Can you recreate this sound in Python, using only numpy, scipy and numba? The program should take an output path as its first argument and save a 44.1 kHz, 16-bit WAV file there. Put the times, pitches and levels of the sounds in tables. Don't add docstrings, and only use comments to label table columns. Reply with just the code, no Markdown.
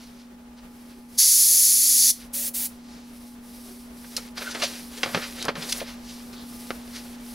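import sys
import numpy as np
from scipy import signal
from scipy.fft import rfft, irfft
from scipy.io import wavfile
from scipy.ndimage import uniform_filter1d
from numba import njit

SR = 44100
rng = np.random.default_rng(int(sys.argv[2]) if len(sys.argv) > 2 else 0)


def put_to_file(sound):
    columns = np.atleast_2d(sound).T
    safe = np.clip(columns, -1, 1)
    whole_steps = np.round(safe * 32767)
    wavfile.write(sys.argv[1], SR, whole_steps.astype(np.int16))


N = 323694
T = np.arange(N) / SR
FREQ = np.maximum(np.arange(N // 2 + 1) * SR / N, 1)

# (frequency [Hz], relative level [dB], waver depth [ratio])
MOTOR_PARTIALS = [(240, -1, 0.02), (55.3, -24, 0.33), (275, -23, 0.99), (391, -28.5, 0.89),
                  (843, -22.5, 0.3), (1203, -30.5, 0.6)]
# (frequency [Hz], relative level [dB])
AIR_EQ = [(18, -5), (34, 1), (55, 0.5), (85, -7), (140, -8.5), (200, -2), (310, -8.5), (520, -10),
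          (750, -12.5), (1200, -15.5), (2000, -20), (4000, -25), (9000, -32), (15500, -33)]
# (frequency [Hz], side against mid [dB])
AIR_WIDTH = [(60, -38), (110, -14), (200, -17), (380, -10), (700, -3.5), (1290, -3), (2380, -1), (4400, -4),
             (8120, 2.5), (15000, -2)]
# (frequency [Hz], relative level [dB])
SLEEVE_EQ = [(1180, -38), (2000, -3.5), (2570, -6.5), (5360, 2), (6210, -1.5), (6830, -5.5), (7770, -3.5),
             (10300, 2.5), (12700, -1.5), (14200, -5), (15800, -8.5)]
# (start [s], end [s], level [dB])
ARM_MOVES = [(-.2, .24, -64), (.6, 1.12, -61), (1.08, 1.36, -48.5), (1.88, 2.29, -44), (2.55, 2.8, -55.5),
             (3.03, 3.4, -55.5), (3.4, 3.92, -49.5), (3.9, 4.33, -49), (4.35, 4.5, -44), (4.53, 4.9, -45.5),
             (4.82, 5.53, -45.5), (5.55, 5.86, -43), (5.85, 5.96, -51), (5.98, 6.44, -53), (6.4, 6.83, -47),
             (6.81, 7.18, -49), (7.18, 7.55, -47.5)]
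# (frequency [Hz], relative level [dB])
SHEET_EQ = [(40, -25), (90, -9), (170, -4.5), (350, -3.5), (560, 4), (720, -0.5), (1050, -0.5), (1400, 3),
            (2400, 0), (3300, -3), (4500, -2), (6000, -8.5), (7600, -20.5), (10500, -24.5), (15500, -46.5)]
# (peak time [s], level [dB], tilt [dB/octave], length [s])
SLIDE_CUES = [(0.028, -51, 7.5, 0.14), (0.206, -54, 7, .05), (0.586, -51.5, 4, 0.033),
              (.91, -55.5, 2, 0.092), (2.215, -46.5, 4.5, 0.05), (2.93, -52, 9.5, 0.23),
              (4.047, -42.5, -2, 0.011), (4.181, -36, -2.5, 0.019), (4.381, -29, 3, 0.019),
              (4.421, -31.5, -0.5, 0.023), (4.515, -32.5, 10, 0.022), (4.627, -24, 1, 0.021),
              (4.64, -22.5, 7.5, 0.029), (4.743, -43, 7.5, 0.14), (5.069, -33.5, -3, 0.075),
              (5.144, -38, 1, .018), (5.168, -32.5, 0, 0.045), (5.233, -31.5, 1.5, 0.044),
              (5.39, -40.5, 4, 0.095), (5.456, -29, -5, 0.021), (5.626, -30, 3, 0.015),
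              (5.701, -30, 14, 0.036), (5.7264, -17, 11, 0.0063), (5.78, -33, 19.5, 0.038),
              (5.805, -30.5, 4, 0.021), (5.886, -39.5, 3.5, 0.079), (6.103, -43.5, 10, 0.13),
              (6.963, -35, 6, 0.043)]
# (peak time [s], level [dB], pitch [Hz], width [Hz], length [s])
RING_CUES = [(0.988, -47.5, 392, 40, 0.044), (3.705, -50.5, 383, 40, .1), (2.41, -51.5, 580, 122, 0.24),
             (4.478, -36.5, 1460, 300, 0.093), (4.637, -28.5, 614, 150, .018), (5.163, -35.5, 170, 80, .04),
             (5.416, -34, 3950, 800, 0.032), (5.571, -38, 173, 91, 0.068), (5.823, -30.5, 553, 220, 0.014),
             (6.39, -46.5, 3970, 2010, .11), (6.71, -26, 1280, 700, 0.004)]
# (open [s], close [s], starting level [dB], share of jet striking the panel [0-1],
# fade as the nozzle draws back [dB/s]); a negative fade swells
TRIGGER_PULLS = [(1.187, 2.113, -4.5, 0.93, 8), (2.336, 2.493, -26, 0.1, 1), (2.542, 2.669, -26, 0.06, -6)]
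# (frequency [Hz], relative level [dB])
PANEL_JET_EQ = [(1350, -38.5), (1800, -27.5), (3000, -23.5), (4100, -10), (4500, -11), (4900, -5.5),
                (6600, -1), (7500, -5), (8300, -12), (9300, -2.5), (10600, 1.5), (11800, -3.5),
                (13000, -11.5), (15500, -14)]
# (frequency [Hz], relative level [dB])
FREE_JET_EQ = [(240, -40), (450, -25.5), (1300, -23), (1900, -15), (3500, -13), (4600, -10), (6500, -7.5),
               (8000, -5.5), (11000, 1), (13000, -3), (15800, -3.5)]
# (frequency [Hz], width [Hz], level against the jet [dB])
NOZZLE_GAP_MODES = [(2210, 430, -38), (3470, 300, -30), (4510, 210, -16), (6530, 350, -38)]
# (time [s], gain [dB])
LOWER_HUMP_RIDE = [(1.18, 4), (1.28, 0), (1.36, -2.5), (1.85, -2.5), (2.11, 1)]
# (frequency [Hz], relative level [dB])
RUB_EQ = [(180, -37), (300, -5), (409, 0), (943, -6.5), (1060, -6), (1490, -8.5), (1700, -4.5),
          (4390, -5.5), (7670, -10.5), (10300, -12.5), (15000, -25)]
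# (start [s], end [s], relative level [dB])
HAND_STROKES = [(2.7, 3.3, -63.5), (4.1, 4.3, -47), (4.37, 4.81, -38.5), (4.9, 5.35, -41.5),
                (5.35, 5.48, -42), (5.55, 5.84, -39.5), (6.02, 6.28, -52.5), (6.55, 7.4, -52)]
# (time [s], level [dB], tilt [dB/octave], decay [s], crack share [0-1])
SNAP_CUES = [(4.1662, -20.5, 13.5, 0.0087, 0.1), (4.549, -28.5, -1.5, 0.021, 0.06),
             (4.622, -20, 2, 0.0051, .25), (5.0323, -15, 1, 0.0082, 0.18), (5.061, -27, -2.5, 0.0056, 0.6),
             (5.1468, -14, -3, 0.0075, 0.08), (5.175, -21.5, -5.5, 0.0068, 0.3),
             (5.426, -22.5, 9, .004, 0.2), (5.444, -27, 7, 0.0023, .3), (5.4525, -28.5, 17, 0.0043, 0.4),
             (5.4829, -17.5, -2.5, 0.0062, 0.08), (5.49, -17.5, -4, 0.0081, 0.1),
             (5.555, -31.5, -2.5, 0.031, 0.08), (5.815, -27.5, -9, 0.0058, 0), (6.330, -44, 6, 0.019, 0),
             (6.7058, -22, -4, 0.0074, 0.5)]
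# (frequency [Hz], phase lead of the left channel [rad])
SHEET_PHASE = [(50, -0.08), (300, -0.43), (690, -0.71), (1500, -0.73), (4000, -0.23), (16000, -1)]


def undb(db):
    return 10 ** (np.asarray(db) / 20)


def over_pitch(rows, freq=FREQ):
    hz, value = np.transpose(rows)
    return np.interp(np.log(freq), np.log(hz), value)


def unit(x):
    return x / np.sqrt(np.mean(x ** 2) + 1e-18)


def colour(x, eq):
    return unit(irfft(rfft(x) * undb(over_pitch(eq)), N))


def resonate(spectrum, hz, width):
    response = 1 / (1 + 1j * (FREQ / hz - hz / FREQ) * hz / width) ** 2
    return unit(irfft(spectrum * response, N))


def noise():
    return rng.standard_normal(N)


def drift(rate_hz):
    return unit(irfft(rfft(noise()) / (1 + (FREQ / rate_hz) ** 4), N))


def grains(rate_hz, depth_db=1.5):
    return unit(noise() * undb(depth_db * drift(rate_hz)))


def strokes(rows, speed_power):
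    envelope = 0
    for start, end, db in rows:
        progress = np.clip((T - start) / (end - start), 0, 1)
        envelope += undb(db) * np.abs(np.sin(np.pi * progress)) ** speed_power
    return envelope


def swell(peak_s, length_s, rise_share=0.42):
    return np.exp(-np.maximum((peak_s - T) / rise_share, (T - peak_s) / (1 - rise_share)) / length_s)


def pair(mid, side):
    return np.array([mid + side, mid - side])


def motor(waver_hz=5, wander_rad=0.037, side_db=-21):
    hum = 0
    for hz, db, depth in MOTOR_PARTIALS:
        phase = 2 * np.pi * hz * T + wander_rad * drift(1.6)
        waver = drift(waver_hz) * np.sin(phase) + drift(waver_hz) * np.cos(phase)
        hum += np.sqrt(2) * undb(db) * (np.sin(phase) + depth * waver)
    return pair(hum, undb(side_db) * signal.hilbert(hum).imag)


def room_air(trim_db=-8, flicker_db=1.5):
    mid = colour(noise(), AIR_EQ)
    side = irfft(rfft(colour(noise(), AIR_EQ)) * undb(over_pitch(AIR_WIDTH)), N)
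    return pair(mid, side) * undb(trim_db + flicker_db * drift(14))


def sleeves(rest_db=-69, flutter_db=1.05):
    envelope = strokes(ARM_MOVES, speed_power=0.77) + undb(rest_db)
    return colour(noise(), SLEEVE_EQ) * envelope * undb(flutter_db * drift(28))


def through_sheet(push, tilt_db, tilt_above_hz=450, size=1024):
    freq = np.maximum(np.arange(size // 2 + 1) * SR / size, 1)
    db = over_pitch(SHEET_EQ, freq) + tilt_db * np.log2(np.maximum(freq / tilt_above_hz, 1))
    cepstrum = irfft(np.log(undb(db)))
    cepstrum[1:size // 2] *= 2
    cepstrum[size // 2 + 1:] = 0
    response = irfft(np.exp(rfft(cepstrum)))
    return signal.fftconvolve(push, response / np.linalg.norm(response))


def slides():
    slips, out = grains(rate_hz=2000), np.zeros(N)
    for peak, db, tilt_db, length in SLIDE_CUES:
        near = np.abs(T - peak) < .3
        push = (slips * swell(peak, length))[near]
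        out[near] += undb(db) * through_sheet(push, tilt_db)[:len(push)]
    return out


def handling_rings():
    friction, out = rfft(noise()), 0
    for peak, db, hz, width, length in RING_CUES:
        out += undb(db) * resonate(friction, hz, width) * swell(peak, length)
    return out


def airbrush(open_s=0.0026, close_s=0.0032, flutter_db=0.08, shimmer_db=0.43, split_hz=7000):
    on_panel, turbulence = colour(noise(), PANEL_JET_EQ), rfft(noise())
    for hz, width, db in NOZZLE_GAP_MODES:
        on_panel += undb(db) * resonate(turbulence, hz, width)
    lower_hump = irfft(rfft(on_panel) / (1 + (FREQ / split_hz) ** 10), N)
    ride_db = np.interp(T, *np.transpose(LOWER_HUMP_RIDE))
    on_panel += lower_hump * (undb(ride_db) - 1)
    on_panel *= undb(shimmer_db * drift(4))
    in_air, out = colour(noise(), FREE_JET_EQ), 0
    for start, stop, db, share, fade in TRIGGER_PULLS:
        opening = (1 + np.tanh((T - start) / (2 * open_s))) / 2
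        closing = (1 - np.tanh((T - stop) / (2 * close_s))) / 2
        level_db = db - fade * np.clip(T - start, 0, stop - start)
        jet = np.sqrt(share) * on_panel + np.sqrt(1 - share) * in_air
        out += undb(level_db) * opening * closing * jet
    return out * undb(-flutter_db * drift(70))


def rubbing(trim_db=-1, uneven_db=1.7, ticks_per_s=45, tick_db=-10, tick_spread_db=3.5):
    brush = colour(grains(rate_hz=1100), RUB_EQ) * undb(uneven_db * drift(32))
    ticks = (rng.random(N) < ticks_per_s / SR) * undb(tick_spread_db * noise())
    crinkle = unit(through_sheet(ticks, tilt_db=4)[:N])
    return (brush + undb(tick_db) * crinkle) * strokes(HAND_STROKES, speed_power=0.34) * undb(trim_db)


def snaps():
    out, t = np.zeros(N), T[:SR // 10]
    for time, db, tilt_db, decay, crack in SNAP_CUES:
        ripples = rng.standard_normal(len(t)) * np.exp(-t / decay)
        push = np.sqrt(1 - crack) * ripples / np.linalg.norm(ripples)
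        push[0] += np.sqrt(crack)
        snap = through_sheet(push, tilt_db) * np.sqrt(decay * SR / 2)
        start = int(time * SR)
        out[start:start + len(snap)] += undb(db) * snap[:N - start]
    return out


def room(x, wet_db, t60_s, side_db, predelay_s=0.003):
    t = T[:SR // 2]
    tails = rng.standard_normal((2, len(t))) * undb(-60 * t / t60_s) * (t > predelay_s)
    mid, side = (signal.fftconvolve(x, tail / np.linalg.norm(tail))[:N] for tail in tails)
    return pair(x + undb(wet_db) * mid, undb(side_db) * side)


def widen_treble(stereo, corner_hz=5800):
    left, right = stereo
    side = irfft(rfft(left - right) / 2 * (1 + (FREQ / corner_hz) ** 2), N)
    return pair((left + right) / 2, side)


def from_the_side(stereo):
    turn = np.exp(.5j * over_pitch(SHEET_PHASE))
    return irfft(rfft(stereo) * np.array([turn, 1 / turn]), N)


def scene(bed_db=-45.5, bed_rise_db_per_s=0.77):
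    hiss = room(airbrush() + sleeves(), wet_db=-13, t60_s=0.16, side_db=-31.5)
    paper = room(snaps() + slides() + rubbing() + handling_rings(), wet_db=-14, t60_s=0.19, side_db=-24)
    bed = (motor() + room_air()) * undb(bed_db + bed_rise_db_per_s * T)
    return widen_treble(hiss) + from_the_side(paper) + bed


@njit
def follow(level, attack, release):
    out, held = np.empty(len(level)), 0.
    for i in range(len(level)):
        held += (level[i] - held) * (attack if level[i] > held else release)
        out[i] = held
    return out


def record(dry, ceiling_db=-13.5, attack_s=0.00091, release_s=0.28, look_ahead_s=0.0032, top_hz=15750):
    rms = np.sqrt(np.abs(uniform_filter1d(dry.mean(axis=0) ** 2, size=256)))
    envelope = follow(rms, 1 / (attack_s * SR), 1 / (release_s * SR))
    ahead = np.interp(T + look_ahead_s, T, envelope)
    gain = undb(ceiling_db) / np.maximum(ahead, undb(ceiling_db))
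    return signal.sosfilt(signal.ellip(12, .1, 80, top_hz, fs=SR, output="sos"), dry * gain)


dry = scene()
out = record(dry)
put_to_file(out)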